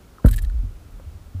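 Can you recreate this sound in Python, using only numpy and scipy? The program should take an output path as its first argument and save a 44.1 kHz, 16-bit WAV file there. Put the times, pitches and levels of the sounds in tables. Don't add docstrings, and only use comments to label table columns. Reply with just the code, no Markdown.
import sys
import numpy as np
from scipy import signal
from scipy.fft import rfft, irfft, next_fast_len
from scipy.io import wavfile

SR = 44100
rng = np.random.default_rng(int(sys.argv[2]) if len(sys.argv) > 2 else 0)


def master_out(mix):
    frames = np.transpose(np.atleast_2d(mix))
    ceiling = np.clip(frames, -1, 1)
    pcm = np.round(ceiling * 32767).astype(np.int16)
    wavfile.write(sys.argv[1], SR, pcm)


N = 61739

BUMP_S = .2453
RETURN_S, RETURN_DB = .0188, -11.5


def amp(db):
    return 10 ** (np.asarray(db) / 20)


def unit(x):
    return x / np.sqrt(np.mean(x ** 2) + 1e-20)


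def since(s):
    return np.maximum(np.arange(N) / SR - s, 0)


def coloured(x, points):
    m = 2 * next_fast_len(N)
    hz, db = np.transpose(points)
    log_hz = np.log(np.fft.rfftfreq(m, 1 / SR) + 1)
    gain = unit(amp(np.interp(log_hz, np.log(hz + 1), db)))
    cepstrum = irfft(np.log(gain + 1e-6), m)
    cepstrum[1:m // 2] *= 2
    cepstrum[m // 2 + 1:] = 0
    return irfft(rfft(x, m) * np.exp(rfft(cepstrum)), m)[:N]


def ring(t, hz, db, t60):
    return amp(db) * np.sin(2 * np.pi * hz * t) * np.exp(-np.log(1000) * t / t60)


def mode(t, hz, db, t60, rise_s):
    return ring(t, hz, db, t60) * (1 - np.exp(-(t / rise_s) ** 2))


def background():
    # (frequency [Hz], relative density [dB])
    air_spectrum = [(88, -29.5), (150, -4), (248, -7.5), (540, -15), (595, -14), (643, -15.5), (985, -20.5),
                    (1370, -18.5), (1730, -25), (14600, -35), (15500, -29.5)]
    rumble_spectrum = [(15, -18), (33, -0.5), (60, -3.5), (90, -7.5), (130, -16.5), (250, -31.5),
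                       (600, -67), (2000, -112)]
    air_db, calm_db, rocked_db, settle_s = -52.5, -49, -40, 0.86
    t = since(BUMP_S)
    rocking = amp(calm_db) + amp(rocked_db) * (t > 0) * np.exp(-t / settle_s)
    air = unit(coloured(rng.standard_normal(N), air_spectrum))
    rumble = unit(coloured(rng.standard_normal(N), rumble_spectrum))
    return amp(air_db) * air + rocking * rumble


def drops():
    # (time [s], frequency [Hz], level [dB], t60 [s])
    plops = [(0.1835, 1280, -33, 0.021), (0.197, 1046, -41.5, 0.04), (0.4484, 1700, -63, .025),
             (0.498, 1470, -40, 0.023), (0.998, 1300, -51, 0.022), (0.998, 530, -35.5, 0.026)]
    return sum(mode(since(s), hz, db, t60, rise_s=0.00067) for s, hz, db, t60 in plops)


def laps():
    # (time [s], level [dB], time constant [s])
    splashes = [(0.244, -33.5, 0.012), (.258, -28, 0.0053), (0.281, -37, 0.009), (0.997, -46, .003)]
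    # (frequency [Hz], relative gain [dB])
    splash_spectrum = [(100, -36), (550, -14), (850, -12), (1300, 2.5), (1800, -12.5), (2600, -24.5),
                       (6000, -48), (15000, -35)]
    envelope = sum(amp(db) * np.exp(-since(s) / decay) * (1 - np.exp(-since(s) / 0.00017))
                   for s, db, decay in splashes)
    return coloured(envelope * rng.standard_normal(N), splash_spectrum)


def bending_wave(s):
    # (frequency [Hz], level [dB], t60 [s])
    deck_modes = [(219, -21.5, 0.13), (249.8, -14.5, 0.097), (277, -26, 0.073), (482.6, -7.5, 0.025),
                  (534.6, -15.5, 0.038), (589, -18.5, 0.054)]
    sweep_hz, rest_hz, spread_s = 477, 30.5, .0056
    wave_db, attack_s, hold_s, release_s = -3, 0.0059, 0.026, .016
    deck_lag_s, contact_s = 0.0015, 0.0021
    t = since(s)
    cycles = rest_hz * t + sweep_hz * spread_s * t / (t + spread_s)
    attack = np.sin(np.pi / 2 * np.minimum(t / attack_s, 1)) ** 2
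    release = np.exp(-np.maximum(t - hold_s, 0) / release_s)
    deck = sum(mode(since(s + deck_lag_s), *row, rise_s=contact_s) for row in deck_modes)
    return deck - amp(wave_db) * attack * release * np.sin(2 * np.pi * cycles)


def bump():
    return bending_wave(BUMP_S) + amp(RETURN_DB) * bending_wave(BUMP_S + RETURN_S)


def contacts(impacts, settle_s, chatter_db, scrape_db):
    chatter_per_s, scatter_db = 970, 8
    power = sum(amp(db) ** 2 * (since(s) > 0) * np.exp(-since(s) / settle_s) for s, db in impacts)
    size, scrape = rng.standard_normal((2, N))
    touches = rng.random(N) < chatter_per_s / SR
    chatter = touches * np.sign(scrape) * amp(chatter_db + scatter_db * np.tanh(size))
    impulses = np.zeros(N)
    for s, db in impacts:
        impulses[round(s * SR)] += amp(db)
    return impulses + np.sqrt(power) * (chatter + amp(scrape_db) * scrape)


def rattle():
    # (time [s], level [dB])
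    tick_impacts = [(.2607, -15), (.2645, -21.5), (.2695, -18), (.2898, -17.5), (.2945, -41), (.3118, -14),
                    (.3138, -18.5), (.3195, -21.5), (.3265, -25), (.3378, -23), (.342, -19), (.3606, -22),
                    (.363, -16), (.3685, -17.5), (.3872, -37), (.3893, -25.5), (.4185, -31), (.4225, -23),
                    (.428, -25), (.452, -33)]
    clack_impacts = [(.2595, -32), (.263, -30), (.283, -26), (.2868, -23), (.2898, -44), (.312, -35),
                     (.33, -28.5), (.333, -27.5), (.3378, -24.5), (.342, -23.5), (.381, -23.5),
                     (.3868, -22.5), (.392, -30.5), (.4375, -34), (.4482, -29.5), (.498, -38.5)]
    # (frequency [Hz], relative gain [dB])
    tick_spectrum = [(300, -56), (2000, -12), (3100, -10.5), (5000, -12), (6700, -12.5), (8000, 1),
                     (9500, -4), (11000, 1), (15500, -4)]
    clack_spectrum = [(300, -24), (1000, -14), (1700, -0.5), (2500, -4.5), (3200, -5), (4200, 0),
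                      (5500, -10), (8000, -4), (15000, -16.5)]
    # (frequency [Hz], gain [dB], t60 [s])
    mount_modes = [(1732, -27.5, 0.027), (1860, -25.5, 0.016), (3170, -28.5, 0.013), (3870, -31.5, 0.024),
                   (4355, -33.5, 0.02)]
    tick_force = contacts(tick_impacts, settle_s=0.0028, chatter_db=-10, scrape_db=-22)
    clack_force = contacts(clack_impacts, settle_s=0.0018, chatter_db=-9.5, scrape_db=-21)
    ticks = coloured(tick_force, tick_spectrum)
    clacks = coloured(clack_force, clack_spectrum)
    t = np.arange(SR // 10) / SR
    plastic = sum(amp(db - 60 * t / t60) * np.cos(2 * np.pi * hz * t) for hz, db, t60 in mount_modes)
    return ticks + clacks + signal.fftconvolve(clacks, plastic)[:N]


def shudder():
    # (frequency [Hz], relative density [dB])
    load_spectrum = [(60, -29), (130, -5), (175, 2.5), (245, -0.5), (330, -15), (450, -16), (900, -46),
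                     (3000, -97)]
    level_db, rise_s, decay_s = -37, 0.0038, 0.086
    t = since(BUMP_S + RETURN_S)
    envelope = amp(level_db) * (1 - np.exp(-t / rise_s)) * np.exp(-t / decay_s)
    return envelope * unit(coloured(rng.standard_normal(N), load_spectrum))


def swing():
    # (frequency [Hz], level [dB], t60 [s])
    board_modes = [(37.07, -12.5, 1.0), (57.9, -17.5, 0.6), (79.7, -24.5, 0.52), (102.2, -16.5, 0.43)]
    delay_s = 0.0291
    return sum(mode(since(BUMP_S + delay_s), *row, rise_s=0.028) for row in board_modes)


def thuds():
    # (time [s], frequency [Hz], level [dB], rise [s], t60 [s])
    pockets = [(0.421, 61.8, -14, .01, 0.41), (0.47, 45.4, -11.5, 0.012, .2),
               (0.536, 58.6, -5, 0.046, 0.26), (0.589, 45.6, -3.5, 0.015, 0.16),
               (0.923, 42.5, -34.5, 0.0083, 0.47), (1.064, 75.7, -19.5, 0.011, 0.15),
               (1.136, 85, -27.5, 0.01, 0.27)]
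    return sum(ring(since(s), hz, db, t60) * (1 - np.exp(-since(s) / rise))
               for s, hz, db, rise, t60 in pockets)


def slaps():
    # (time [s], level [dB], t60 [s])
    wavelets = [(0.6313, -21, 0.21), (1.3438, -21, 0.57)]
    hull_hz, overtone_hz, overtone_db = 91.4, 243.3, -12.5
    return sum(mode(since(s), hull_hz, db, t60, rise_s=0.0057)
               + mode(since(s), overtone_hz, db + overtone_db, t60=0.0905, rise_s=0.0027)
               for s, db, t60 in wavelets)


def scene():
    board = bump() + swing() + shudder() + rattle()
    water = drops() + laps() + thuds() + slaps()
    return (board + water + background())[None]


def record(dry):
    ceiling, low_cut_hz, top_hz = .9, 8, 15400
    limited = dry / (1 + np.abs(dry / ceiling) ** 8) ** (1 / 8)
    m = next_fast_len(N + SR // 2)
    hz = np.fft.rfftfreq(m, 1 / SR)
    passband = (hz < top_hz) * (1 - np.exp(-(hz / low_cut_hz) ** 2))
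    return irfft(rfft(limited, m) * passband, m)[:, :N]


dry = scene()
out = record(dry)
master_out(out)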